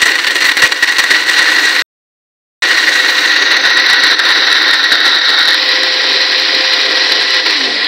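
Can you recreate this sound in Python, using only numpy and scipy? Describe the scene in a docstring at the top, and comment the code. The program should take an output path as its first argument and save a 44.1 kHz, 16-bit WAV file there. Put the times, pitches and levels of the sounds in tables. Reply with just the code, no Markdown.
"""In a kitchen, a blender runs at full speed while a close microphone moves from over the lid to the
side of the jug and back. The blades churn and grind, making the jug ring, in bursts when they strike
lumps. Droplets tick on the lid, the motor rumbles and hums, and its fan hisses. At the end the power
is cut and it starts to run down. The loudest peaks overload, and early on the sound cuts out for 0.8 s."""
import sys
import numpy as np
from scipy import signal
from scipy.fft import rfft, irfft, next_fast_len
from scipy.io import wavfile
from scipy.ndimage import map_coordinates

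SR = 44100
rng = np.random.default_rng(int(sys.argv[2]) if len(sys.argv) > 2 else 0)


def put_to_file(sound):
    """Save the sound as 16-bit audio at rate SR, in the file named by the first command-line argument."""
    columns = np.atleast_2d(sound).T  # one column per channel
    safe = np.clip(columns, -1, 1)
    whole_steps = np.round(safe * 32767)
    wavfile.write(sys.argv[1], SR, whole_steps.astype(np.int16))


N = 347067
TIME = np.arange(N) / SR
POWER_OFF_S, COAST_S = 7.5, 0.7  # once off, the speed falls to about a third in COAST_S


# Pitches the jug and lid ring at, and how strong each is at the three microphone places.
# pitch_hz, width_hz, close_db, beside_db, above_db
JUG_RINGS = [(836, 162, -16.5, -15.5, -16), (1039.5, 84, -13.5, -15, -11.5), (1141, 340, -15.5, -20, -19),
             (1385, 76, -14, -5, -13), (1495.4, 53, -6, -4, -14), (1620, 55, -7.5, -4.5, -7.5),
             (1767, 63, -5, -4.5, -6), (1827, 95, -3.5, -3, -23), (1911.4, 65, 4, -1.5, 0),
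             (1991, 62, -5, -12.5, -4.5), (2160, 120, -8, -11, -10), (2438, 210, -10.5, -23.5, -9),
             (2650, 58, -12.5, -19, -11.5), (2810.5, 130, -8.5, -21.5, -13.5), (2952, 26, -8.5, -19.5, -6),
             (3086, 98, -15.5, -13.5, -10), (3300, 110, -12.5, -26, -9.5), (3630, 213.4, -11, -7.5, -8),
             (3837, 230, -14.5, -2, -7.5), (4022, 130, -11, -2.5, -2), (4214, 98, -10, -9.5, -6),
             (4406, 238, -11.5, -9.5, -8.5), (4845, 290, -19, -15, -8.5), (5330, 220, -21.5, -18, -13.5),
             (5767, 110, -14.5, -21, -11.5)]

def blades_in_jug(lump_db, shaft_hz):
    """Swirling liquid, small hits and one knock per turn of the shaft make the jug ring."""
    turns = np.cumsum(shaft_hz + 3.5 * wobble(40)) / SR
    knocks = unit(np.diff(np.floor(turns), prepend=0) * amp(2.4 * wobble(300)))
    # Uneven blades: every other turn is louder.
    throb = 1 + .11 * np.cos(2 * np.pi * turns) + .12 * np.cos(np.pi * turns)
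    swirl = throb * rng.standard_normal(N)
    churn = unit(swirl + .45 * ticks(900, 3.3) + .28 * knocks)
    roughness_db = at_place([1.1, .6, .5]) * (.65 * wobble(25) + 1.7 * wobble(90))
    churn *= amp(churning_db() + .98 * lump_db + roughness_db)
    return amp(16) * ring(churn, JUG_RINGS, sharpness=1.288, low_cut_hz=600, cut_slope=4)


# How the steady churning swells and sinks. time_s, level_db
CHURN_LEVEL = [(0, -13), (.6, -16), (.78, -16), (1.05, -13.5), (1.2, -11), (1.65, -9.5), (1.8, -11.5),
               (2.62, -9.5), (3.2, -9.5), (3.5, -9.5), (4.1, -8), (4.7, -9), (4.92, -11.5), (5.15, -9),
               (5.54, -8.5), (5.57, -11.5), (6.8, -11), (7.87, -11)]

def churning_db():
    """The churning loses 3.5 dB each time the blades' speed halves."""
    return curves(CHURN_LEVEL)[0] - 3.5 * speed_halvings()


# Big lumps caught by the blades. start_s, length_s, rise_db
BIG_LUMPS = [(0.016, 0.016, 10.5), (0.056, 0.023, 10.5), (0.09, 0.036, 6.5), (0.154, 0.0083, 8.5),
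             (0.244, 0.0044, 6), (0.267, 0.02, 9.5), (0.306, 0.015, 8), (0.354, 0.017, 11.5),
             (0.404, 0.03, 7.5), (0.441, 0.062, 9.5), (0.491, 0.012, 3), (0.514, 0.011, 10),
             (0.568, 0.015, 12.5), (0.588, 0.026, 8), (0.619, 0.062, 14), (0.72, 0.0093, 10.5),
             (0.824, 0.024, 10.5), (0.873, 0.037, 6), (0.919, 0.0082, 10), (0.983, 0.023, 13.5),
             (1.038, 0.0081, 11), (1.104, 0.027, 8.5), (1.294, 0.0087, 6.5), (1.381, 0.023, 4),
             (1.417, 0.015, 4.5), (1.516, 0.017, 4), (3.421, 0.0061, 5), (3.504, 0.029, 4.5),
             (3.651, 0.047, 3), (3.932, 0.018, 2), (4.032, 0.049, 1), (4.123, 0.0224, 0.5),
             (4.191, 0.014, 2), (4.25, 0.045, 3), (4.372, 0.017, 3), (4.514, 0.015, 4), (4.658, 0.055, 2),
             (4.84, 0.009, 4.5), (4.917, 0.041, 7.5), (5.043, 0.061, 4.5), (6.972, 0.011, 4),
             (7.118, 0.0091, 5), (7.458, 0.011, 5)]
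# Quieter moments when the blades spin free. start_s, length_s, change_db
FREE_SPINS = [(0.523, 0.033, -1.5), (1.241, 0.0205, -8), (4.149, 0.044, -6.5), (4.203, 0.03, -5.5),
              (5.199, 0.036, -3.5), (7.401, 0.051, -4)]

def lump_strikes_db():
    """Each lump cracks, holds the level up and lets go quickly; spinning free lowers the level."""
    rise, dip = np.zeros(N), np.zeros(N)
    for start, length, db in [*BIG_LUMPS, *small_lumps(count=110)]:
        span = slice(int(start * SR), int((start + length + .01) * SR))
        times = start + np.array([0, .0008, .003, .94 * length, length + .0013])
        strike = db * np.interp(TIME[span], times, [0, 1.09, 1, .65, 0])
        rise[span] = np.maximum(rise[span], strike)
    for start, length, db in FREE_SPINS:
        dip += np.interp(TIME - start, [0, .0033, length - .002, length], [0, db, db, 0])
    return rise + dip


# The most a small lump lifts the level at each microphone place. 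close_db, beside_db, above_db
SMALL_LUMP_RISE = [4, 2, 2]

def small_lumps(count):
    """Small lumps hit the blades at random times; the rows are like those of BIG_LUMPS."""
    when, duration, size = rng.random((count, 3)).T
    start_s = (np.arange(count) + when) / count * (N - 1) / SR
    length_s = .013 * np.exp(.7 * (2 * duration - 1))
    rise_db = at_place(SMALL_LUMP_RISE)[(start_s * SR).astype(int)] * size
    return zip(start_s, length_s, rise_db)


# The bright tone of the splashing. pitch_hz, level_db
SPLASH_TONE = [(5000, -51.5), (5900, 1), (6500, -3), (7200, -4.5), (7800, -3), (9000, -6.5), (10300, -17.5),
               (11300, -26), (12500, -36)]

def droplets(lump_db):
    """Droplets tick on the lid, louder when a lump is struck."""
    splash = rng.standard_normal(N) + 1.3 * ticks(300, 2.7)
    level_db = churning_db() + at_place([-19.5, -18.5, -18.5]) + lump_db + wobble(40)
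    return amp(level_db) * unit(filtered(splash, tone_curve(SPLASH_TONE)))


# Pitches the motor base rings at. pitch_hz, width_hz, close_db, beside_db, above_db
BASE_RINGS = [(303, 54, 0, 2, 0.5), (349.4, 28, -6.5, -12, -9), (391.3, 21, -3, -1, 1),
              (444, 26, -6.5, -2.5, -0.5), (509, 63, -4.5, -3, -5), (581.7, 42, -11, -7, -8.5),
              (701, 59, -11.5, -4.5, -4.5)]
# The tone of the faint bass under the motor. pitch_hz, level_db
BASS_TONE = [(20, -3), (130, 0), (220, 0.5), (300, -26)]

def motor_rumble(lump_db):
    """The base rumbles over a faint bass, and feels the lumps more weakly than the jug does."""
    rumble = unit(ring(rng.standard_normal(N), BASE_RINGS, sharpness=1.15, low_cut_hz=255, cut_slope=5))
    bass = amp(-24 + 2.7 * wobble(22)) * shaped_noise(BASS_TONE)
    level_db = curves(CHURN_LEVEL)[0] + at_place([-16.5, -22, -17.5]) + .75 * lump_db
    return amp(level_db + 1.6 * wobble(12)) * (rumble + bass)


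# The motor's hum while the power is on. time_s, level_db
MOTOR_HUM = [(0, -42), (1.8, -46), (2.62, -37.5), (5.2, -41), (5.54, -35), (5.58, -29.5), (6.6, -29),
             (7.5, -31.5)]
# The note of the spinning shaft. time_s, level_db
SHAFT_LEVEL = [(0, -43), (1.2, -44.5), (1.35, -33.5), (1.75, -37), (2.62, -46.5), (3.2, -40), (7.42, -46),
               (7.47, -29), (7.75, -34), (7.87, -56)]

def motor_tones(shaft_hz, hum_hz=519.6, fade_db_per_s=600):
    """The motor hums until the power is cut, and the shaft's note follows its speed."""
    hum_db = curves(MOTOR_HUM)[0] - fade_db_per_s * np.maximum(TIME - POWER_OFF_S, 0)
    hum = tone(hum_hz, hum_db, waver_hz=2.97, flutter_db=1.5)
    shaft = tone(shaft_hz, *curves(SHAFT_LEVEL), waver_hz=4.5, flutter_db=1.6)
    return hum + shaft


# The thin tone of the fan's air. pitch_hz, level_db
FAN_TONE = [(9000, -35), (10000, -9), (11200, -11), (11800, -6), (12800, -7.5), (14200, -3.5), (15200, -8),
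            (15700, -6), (15900, -30.5)]
# How the fan's hiss swells and sinks. time_s, level_db
FAN_LEVEL = [(0, -44), (.9, -45.5), (1.25, -41), (1.8, -38.5), (2.62, -41.5), (3.2, -40), (3.45, -49),
             (4.4, -48.5), (5.5, -51), (7.5, -53)]

def cooling_fan(lump_db):
    """Air hisses through the fan, losing 11 dB each time the speed halves."""
    air = shaped_noise(FAN_TONE)
    level_db = curves(FAN_LEVEL)[0] - 11 * speed_halvings() + 1.1 * lump_db
    return amp(level_db + 1.2 * wobble(23)) * air


# A faint thin whistle. time_s, pitch_hz, level_db
WHISTLE = [(3.6, 8700, -84), (3.85, 8750, -60), (4.2, 8730, -56), (4.27, 8730, -44), (4.36, 8730, -58.5),
           (4.7, 8830, -64), (5.2, 8730, -82)]

def faint_whistle():
    """A faint thin whistle near 8.7 kHz comes and goes about halfway through."""
    return tone(*curves(WHISTLE), waver_hz=90, flutter_db=5)


# How the liquid's treble changes above a moving pitch. 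time_s, edge_hz, change_db
TREBLE_EDGE = [(0, 6980, 1), (3.22, 7000, -4), (3.46, 6750, -16), (3.8, 6130, -19), (5.54, 5930, -17),
               (5.57, 5790, -15), (7.74, 5810, -12.5), (7.87, 5100, -16)]

def muffle(sound):
    """The treble above a sharp edge sinks, so the sound grows duller."""
    hz, times, spectrum = signal.stft(sound, SR, nperseg=1024, noverlap=768)
    time_s, edge_hz, change_db = np.transpose(TREBLE_EDGE)
    treble = amp(np.interp(times, time_s, change_db))
    below_edge = 1 / (1 + (hz[:, None] / np.interp(times, time_s, edge_hz)) ** 100)
    gain = treble + (1 - treble) * below_edge
    return signal.istft(spectrum * gain, SR, nperseg=1024, noverlap=768)[1][:N]


# The microphone's path. time_s, place (0 close over the lid, 1 beside the jug, 2 above the lid)
MIC_PATH = [(0, 0), (1.8, 0.2941), (2.62, 0.18), (3.1, 0.33), (3.45, 0.4), (5.55, 1), (5.57, 1.91),
            (7.87, 2)]

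def at_place(values):
    """Blend three values, one for each place, as the microphone moves."""
    return np.interp(curves(MIC_PATH)[0], np.arange(3), values)


def ring(sound, rings, sharpness, low_cut_hz, cut_slope):
    """A hollow body boosts the pitches it rings at; each place hears its own mix of them."""
    pitches, widths, *levels_by_place = np.transpose(rings)
    heard = np.zeros(N)
    for this_place, levels in zip(np.eye(3), levels_by_place):
        def gain(hz):
            power = sum(amp(2 * db) / (1 + (2 * (hz - pitch) / width) ** 2) ** sharpness
                        for pitch, width, db in zip(pitches, widths, levels))
            return np.sqrt(power) / (1 + (low_cut_hz / (hz + 1)) ** cut_slope)
        heard += at_place(this_place) * filtered(sound, gain)
    return heard


def speed_halvings():
    """How many times the shaft's speed has halved since the power was cut."""
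    return np.maximum(TIME - POWER_OFF_S, 0) / COAST_S / np.log(2)


def tone(hz, db, waver_hz, flutter_db):
    """A pure note, slightly unsteady in level and pitch."""
    level = np.sqrt(2) * amp(db + flutter_db * wobble(14))
    cycles = np.cumsum(hz + waver_hz * wobble(30)) / SR
    return level * np.sin(2 * np.pi * cycles)


def ticks(per_s, spread_db):
    """Scattered ticks of uneven size."""
    hits = rng.random(N) < per_s / SR
    sizes = amp(spread_db * rng.standard_normal(N))
    return unit(hits * sizes * np.sign(rng.standard_normal(N)))


def shaped_noise(points):
    """Steady noise with the tone given by (pitch_hz, level_db) points."""
    return unit(filtered(rng.standard_normal(N), tone_curve(points)))


def tone_curve(points):
    """Join (pitch_hz, level_db) points into a gain curve that is silent outside them."""
    pitches, db = np.transpose(points)
    return lambda hz: amp(np.interp(np.log(hz + 1), np.log(pitches), db, left=-120, right=-120))


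def filtered(sound, gain):
    """Scale each pitch by gain(hz), so that ringing comes after a hit and never before it."""
    size = 2 * next_fast_len(N // 2 + SR // 4)
    cepstrum = irfft(np.log(gain(np.fft.rfftfreq(size, 1 / SR)) + 1e-6), size)
    cepstrum[1:size // 2] *= 2  # fold the part before the hit onto the part after it
    cepstrum[size // 2 + 1:] = 0
    return irfft(rfft(sound, size) * np.exp(rfft(cepstrum)), size)[:N]


def wobble(per_s):
    """A smooth curve through per_s random points a second."""
    return map_coordinates(rng.standard_normal(int(N * per_s / SR) + 4), [TIME * per_s])


def curves(rows):
    """One value per sample for each column after the time."""
    time_s, *columns = np.vstack(rows).T
    return [np.interp(TIME, time_s, column) for column in columns]


def amp(db):
    """Turn decibels into a multiplier."""
    return 10 ** (np.asarray(db) / 20)


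def unit(sound):
    """Scale a sound to an average power of one."""
    return sound / np.sqrt(np.mean(sound ** 2) + 1e-20)


def scene(full_speed_hz=324.2, wander_hz=14):
    """The same lumps and the same spinning shaft drive both the jug and the motor."""
    lump_db = lump_strikes_db()
    load_pull_hz = wander_hz * wobble(2.5) * np.clip(POWER_OFF_S - TIME, 0, 1)
    shaft_hz = (full_speed_hz + load_pull_hz) / 2 ** speed_halvings()
    liquid = muffle(blades_in_jug(lump_db, shaft_hz) + droplets(lump_db))
    motor = motor_rumble(lump_db) + motor_tones(shaft_hz)
    return (liquid + motor + faint_whistle() + cooling_fan(lump_db))[None]


def record(dry):
    """The microphone flattens loud peaks, cuts out once, thins the bass and loses the highest treble."""
    mute_s, unmute_s, bass_hz, top_hz = 1.8225, 2.6215, 190, 15900
    sound = dry / (1 + abs(dry) ** 30) ** (1 / 30)  # overload
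    sound *= np.interp(TIME, [mute_s - .001, mute_s, unmute_s, unmute_s + .001], [1, 0, 0, 1])
    bass = signal.sosfiltfilt(signal.butter(2, bass_hz, fs=SR, output="sos"), sound)
    treble_cut = signal.ellip(14, .1, 60, top_hz, fs=SR, output="sos")
    return np.clip(signal.sosfiltfilt(treble_cut, sound - .35 * bass), -1, 1)


dry = scene()
out = record(dry)
put_to_file(out)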